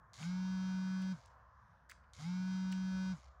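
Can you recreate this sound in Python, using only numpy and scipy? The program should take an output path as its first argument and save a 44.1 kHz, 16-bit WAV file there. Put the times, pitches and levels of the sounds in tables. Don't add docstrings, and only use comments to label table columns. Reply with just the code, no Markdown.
import sys
import numpy as np
from scipy import signal
from scipy.fft import rfft, irfft
from scipy.io import wavfile
from scipy.ndimage import uniform_filter1d

SR = 44100
rng = np.random.default_rng(int(sys.argv[2]) if len(sys.argv) > 2 else 0)


def level_to_linear(level):
    exponent = np.asarray(level, float) / 20
    return 10 ** exponent


def put_to_file(sound):
    columns = np.atleast_2d(sound).T
    safe = np.clip(columns, -1, 1)
    whole_steps = np.round(safe * 32767)
    wavfile.write(sys.argv[1], SR, whole_steps.astype(np.int16))


N = 149940
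FULL_SPEED_HZ = 187.6


def curve(table, at):
    return np.interp(at, *np.array(table, float).T)


def unit(x):
    return x / np.sqrt(np.mean(x ** 2))


def coloured(table, lo_hz=1., hi_hz=30000.):
    hz = np.maximum(np.arange(N // 2 + 1) * SR / N, 1)
    row_hz, row_db = np.array(table, float).T
    taper = 1
    if lo_hz > 1:
        place = np.log(hz / lo_hz) / np.log(hi_hz / lo_hz)
        taper = np.sin(np.pi * np.clip(place, 0, 1))
    gain = level_to_linear(np.interp(np.log(hz), np.log(row_hz), row_db))
    return irfft(rfft(rng.standard_normal(N)) * taper * gain, N)


def walk(rate):
    k = int(SR / rate)
    steps = np.repeat(rng.standard_normal(N // k + 1), k)
    return unit(uniform_filter1d(uniform_filter1d(steps, k), k)[:N])


def band(x, hz, width_hz):
    b, a = signal.iirpeak(hz, hz / width_hz, SR)
    return signal.lfilter(b, a, signal.lfilter(b, a, x))


def field(t):
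    # frequency in Hz, relative level in dB per Hz.
    hush_colour = [(15, -68.5), (25, -42.5), (45, -12), (65, -5), (110, -9), (170, -17), (260, -28.5),
                   (400, -34.5), (520, -24.5), (800, -25.5), (1000, -13.5), (1300, -18), (1700, -21),
                   (2100, -35), (2800, -45.5), (4000, -48), (6000, -48.5), (8000, -59.5), (16000, -64.5)]
    # time in seconds, level change in dB.
    hush_swell = [(0, -0.5), (1.2, 1), (1.4, 2), (1.47, -1), (1.7, -0.5), (1.85, -2), (2.0, 0), (2.6, -2)]
    # time in seconds, rms level in dB.
    rumble_level = [(0, -72), (2.25, -71.5), (2.9, -59.5), (3.4, -62)]
    # time in seconds, rms level in dB.
    wash_level = [(0, -77), (.9, -73), (1.25, -74.5), (1.4, -72), (1.5, -80), (2.1, -79.5), (2.9, -76),
                  (3.3, -74)]
    hush_db, flicker_db = -65, 2.5

    swell = curve(hush_swell, t)
    hush = np.zeros(N)
    for lo_hz in 14 * 2 ** np.arange(0, 10.2, 1 / 3):
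        noise = coloured(hush_colour, lo_hz, lo_hz * 2 ** (2 / 3))
        hush += level_to_linear(swell + flicker_db * walk(6.99)) * noise
    rumble = unit(band(rng.standard_normal(N), 62.1, 8.8))
    wash = unit(band(rng.standard_normal(N), 668, 350))
    out = level_to_linear(hush_db) * unit(hush)
    out += level_to_linear(curve(rumble_level, t)) * rumble
    return out + level_to_linear(curve(wash_level, t)) * wash


def shaft(t):
    starts_s = (.1336, 2.134)
    # time in seconds, speed in Hz.
    speed = [
        [(0.2, 145.1), (0.252, 168.0), (0.278, 176.4), (0.298, 179.8), (0.328, 182.6), (0.38, 184.7),
         (0.502, 187.2), (0.738, 186.9), (1.12, 188.1)],
        [(2.2, 145.6), (2.222, 151.1), (2.264, 169.9), (2.282, 175.9), (2.314, 180.3), (2.352, 183.3),
         (2.498, 187.0), (2.94, 187.7), (3.12, 187.6)],
    ]
    power_s, coast_s = .99, .19
    jitter_turns, spin_up_jitter_turns = .00022, .03

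    since = np.where(t < starts_s[1], t - starts_s[0], t - starts_s[1])
    coast = np.clip(since - power_s, 0, None)
    rests = [(s, 0) for s in starts_s]
    hold = [(starts_s[1] - .001, speed[0][-1][1])]
    powered = sorted(rests + speed[0] + speed[1] + hold)
    hz = curve(powered, t) * np.clip(1 - coast / coast_s, 0, 1)
    hz = uniform_filter1d(hz, size=400)
    turns = np.cumsum(hz) / SR
    lack = np.clip(.97 - hz / FULL_SPEED_HZ, 0, 1)
    shaky_turns = turns + (jitter_turns + spin_up_jitter_turns * lack) * walk(190)
    return since, coast, hz, turns, shaky_turns


def shake_gain(hz, coast):
    # shaft speed in Hz, rms level in dB.
    shake_level = [(60, -86), (120, -54.5), (143, -53.5), (163, -43), (174, -39), (188, -38)]
    coast_loss_db_per_s = -150
    return level_to_linear(curve(shake_level, hz) + coast_loss_db_per_s * coast)


def case_shake(shake, turns):
    return np.sqrt(2) * shake * np.sin(2 * np.pi * turns)


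def case_rattle(shake, since):
    # frequency in Hz, relative level in dB per Hz.
    rattle_colour = [(60, -28.5), (120, 12), (230, 6), (320, -5.5), (420, -19), (700, -6.5), (1200, -3.5),
                     (1600, -2), (2000, -47), (2600, -31.5), (7500, -31.5), (10000, -51)]
    # seconds after the start, extra level in dB.
    rattle_rise = [(0, 13), (.07, 19), (.1, 12), (.13, 1), (.2, 1.5), (.99, 1), (1.03, 20.5)]
    share_db = -23.5
    return level_to_linear(share_db + curve(rattle_rise, since)) * shake * unit(coloured(rattle_colour))


def brush_hiss(since, hz, shaky_turns):
    # seconds after the start, level in dB.
    hiss_level = [(0, -70), (.02, -66), (.05, -65), (.075, -60), (.11, -60.5), (.15, -65), (.25, -69),
                  (.4, -70.5), (.98, -71), (1.0, -68), (1.02, -70), (1.12, -72), (1.16, -78), (1.24, -93)]
    # frequency in Hz, relative level in dB per Hz.
    hiss_colour = [(1100, -25), (1800, -11.5), (2160, -2.5), (2500, -12.5), (3000, -8.5), (3600, -8),
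                   (4600, -6.5), (6000, -8.5), (7000, -6.5), (8100, -19), (10800, -22.5), (13300, -41),
                   (15200, -30), (16500, -49)]
    # seconds after the start, level change in dB.
    hiss_top = [(.11, 0), (.25, -9), (.4, -15), (.98, -15), (1.02, 2), (1.12, -6), (1.22, -15)]
    segments, gate_depth = 2.5, .4
    grit_db, top_from_hz, flutter_db = 1, 6800, 2

    gate = 1 + gate_depth * np.sin(2 * np.pi * segments * shaky_turns)
    gate += gate_depth * np.sin(2 * np.pi * shaky_turns)
    slowness = np.clip(1 - hz / FULL_SPEED_HZ, 0, 1) ** .5
    gate = unit(gate) * level_to_linear(grit_db * slowness * walk(500))
    hiss = unit(coloured(hiss_colour))
    low = signal.sosfiltfilt(signal.butter(3, top_from_hz, fs=SR, output="sos"), hiss)
    hiss = low + level_to_linear(curve(hiss_top, since)) * (hiss - low)
    sounding = (since > 0) * (since < 1.5)
    return level_to_linear(curve(hiss_level, since) + flutter_db * walk(10)) * sounding * gate * hiss


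def brush_ticks(t):
    # time in seconds, level in dB of the click before it rings.
    contacts = [(0.134, -43), (.141, -41.5), (0.15, -48), (0.1575, -46), (2.135, -41), (2.139, -52),
                (2.142, -54), (2.1515, -55), (2.1547, -57)]
    # frequency in Hz, width of the narrower filter in Hz, gain in dB.
    tick_rings = [(4130, 1640, 16), (6640, 2200, 12), (10300, 3300, -4.5)]
    chatter_s, chatter_db = .0008, -17.5

    ticks = np.zeros(N)
    n = SR // 100
    for start_s, db in contacts:
        click = level_to_linear(chatter_db) * rng.standard_normal(n) * np.exp(-t[:n] / chatter_s)
        click[0] = 1
        at = int(start_s * SR)
        ticks[at:at + n] += level_to_linear(db) * click
    out = np.zeros(N)
    for ring_hz, width_hz, db in tick_rings:
        out += level_to_linear(db) * band(band(ticks, ring_hz, width_hz), ring_hz, 2 * width_hz)
    return out


def brush_whine(hz, coast, shaky_turns):
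    # multiple of the shaft speed, relative level in dB (first row unused).
    multiples = [(1, 0), (2, -43), (3, -38), (4, -47), (5, -24.5), (6, -39), (7, -36), (8, -21), (9, -29),
                 (10, -56), (11, -35), (12, -40), (13, -33), (14, -43), (15, -38), (16, -59), (17, -31),
                 (18, -44), (19, -40), (20, -33), (21, -39), (22, -38), (23, -38), (24, -35), (25, -40),
                 (26, -31), (27, -37), (28, -38), (29, -40), (30, -35), (31, -45), (32, -32), (33, -50),
                 (34, -47), (35, -42), (36, -48), (37, -46), (38, -48), (39, -57), (40, -56), (41, -44),
                 (42, -57), (43, -53), (44, -55), (45, -64), (46, -60), (47, -65), (48, -55), (49, -57),
                 (50, -70), (51, -66), (52, -60), (53, -59), (54, -76), (55, -59), (56, -58), (57, -59),
                 (58, -60), (59, -71), (60, -59), (61, -69), (62, -72), (63, -75), (64, -58), (65, -71),
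                 (66, -60), (67, -70), (68, -64), (69, -74), (70, -70), (71, -72), (72, -74), (73, -73),
                 (74, -76), (75, -73), (76, -68), (77, -70), (78, -66), (79, -72), (80, -67), (81, -67),
                 (82, -65), (83, -60), (84, -68)]
    # frequency in Hz, offset in Hz where a ring is down to a quarter, gain in dB.
    case_rings = [(1510, 60, 3), (2165, 60, 25), (3195, 90, 8), (3790, 120, 6), (4890, 140, 4)]
    low_orders = (2, 3, 4, 6, 7)
    whine_db, db_per_octave, off_s = -38, 19, .012
    flutter_db, low_flutter_db = 1.5, 4
    ring_lift_db = 11

    ring_hz = np.arange(SR // 2)
    ring_gain = np.ones(len(ring_hz))
    for centre_hz, width_hz, db in case_rings:
        ring_gain += level_to_linear(db) / (1 + ((ring_hz - centre_hz) / width_hz) ** 2) ** 2

    def ring(f):
        return np.interp(f, ring_hz, ring_gain)

    octaves = np.log2(hz / FULL_SPEED_HZ + 1e-6)
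    loud = level_to_linear(whine_db + db_per_octave * octaves) * np.exp(-coast / off_s)
    on = np.flatnonzero(loud > 1e-5)
    flutter = [level_to_linear(flutter_db * walk(12))[on] for _ in range(5)]
    low_flutter = [level_to_linear(low_flutter_db * walk(9.004))[on] for _ in range(2)]
    whine = np.zeros(len(on))
    spin = wheel = np.exp(2j * np.pi * shaky_turns[on])
    for (k, db), phase in zip(multiples[1:], rng.random(len(multiples))):
        waver = low_flutter[k // 4 % 2] if k in low_orders else flutter[k % 5]
        lift = np.minimum(ring(k * hz[on]) / ring(k * FULL_SPEED_HZ), level_to_linear(ring_lift_db))
        wheel = wheel * spin
        whine += level_to_linear(db) * waver * lift * (wheel * np.exp(2j * np.pi * phase)).imag
    out = np.zeros(N)
    out[on] = np.sqrt(2) * loud[on] * whine
    return out


def motor(t):
    since, coast, hz, turns, shaky_turns = shaft(t)
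    shake = shake_gain(hz, coast)
    out = case_shake(shake, turns) + case_rattle(shake, since)
    out += brush_hiss(since, hz, shaky_turns) + brush_ticks(t)
    return out + brush_whine(hz, coast, shaky_turns)


def hoe():
    # start in seconds, relative level in dB,
    # time to the peak in seconds, centre in Hz, bright edge against the body in dB.
    scratches = [(0.2274, -48.5, 0.0026, 2410, -30), (1.017, -60.5, 0.0028, 6960, -15),
                 (1.021, -55.5, 0.0048, 3000, -30), (1.259, -57, 0.00085, 6000, -15),
                 (1.891, -67, 0.0018, 6000, -20), (1.8955, -53.5, 0.0026, 5960, -8),
                 (1.8946, -47.5, 0.0026, 1670, -30), (1.904, -53, 0.0037, 2230, -38),
                 (1.9119, -53, 0.0017, 6350, -6), (1.913, -48, 0.0022, 2320, -28),
                 (1.917, -45.5, 0.0019, 1580, -30), (2.035, -75, 0.0039, 2730, -32),
                 (2.715, -50, 0.003, 4100, -27), (2.7231, -42.5, 0.00098, 5000, -19),
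                 (2.7243, -41, 0.002, 2670, -46)]
    body_top_hz, edge_hz = 10400, 15500
    echo_db, echo_t60_s, echo_hz = -11, .28, 5000

    out, n = np.zeros(N), SR // 10
    cut = signal.butter(3, body_top_hz, fs=SR, output="sos")
    d = np.arange(n) / SR
    for start_s, db, peak_s, hz, edge_db in scratches:
        grit = rng.standard_normal((2, n))
        body = unit(signal.sosfilt(cut, band(grit[0], hz, hz * hz / 5000)))
        edge = unit(band(grit[1], edge_hz, 1500))
        swell = d / peak_s * np.exp(1 - d / peak_s) / 2
        at = int(start_s * SR)
        out[at:at + n] += level_to_linear(db) * swell * (body + level_to_linear(edge_db) * edge)
    d = np.arange(SR // 3) / SR
    tail = band(rng.standard_normal(len(d)), echo_hz, 6000) * level_to_linear(-60 * d / echo_t60_s)
    tail /= np.sqrt(np.sum(tail ** 2))
    return out + level_to_linear(echo_db) * signal.fftconvolve(out, tail)[:N]


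def scene():
    t = np.arange(N) / SR
    return (field(t) + motor(t) + hoe())[None]


def top_cut(x):
    return signal.sosfilt(signal.butter(12, 16690, fs=SR, output="sos"), x)


def record(dry):
    low_pass = signal.ellip(8, .2, 50, 15800, fs=SR, output="sos")
    mix = signal.sosfilt(low_pass, dry)
    return top_cut(mix)


dry = scene()
out = record(dry)
put_to_file(out)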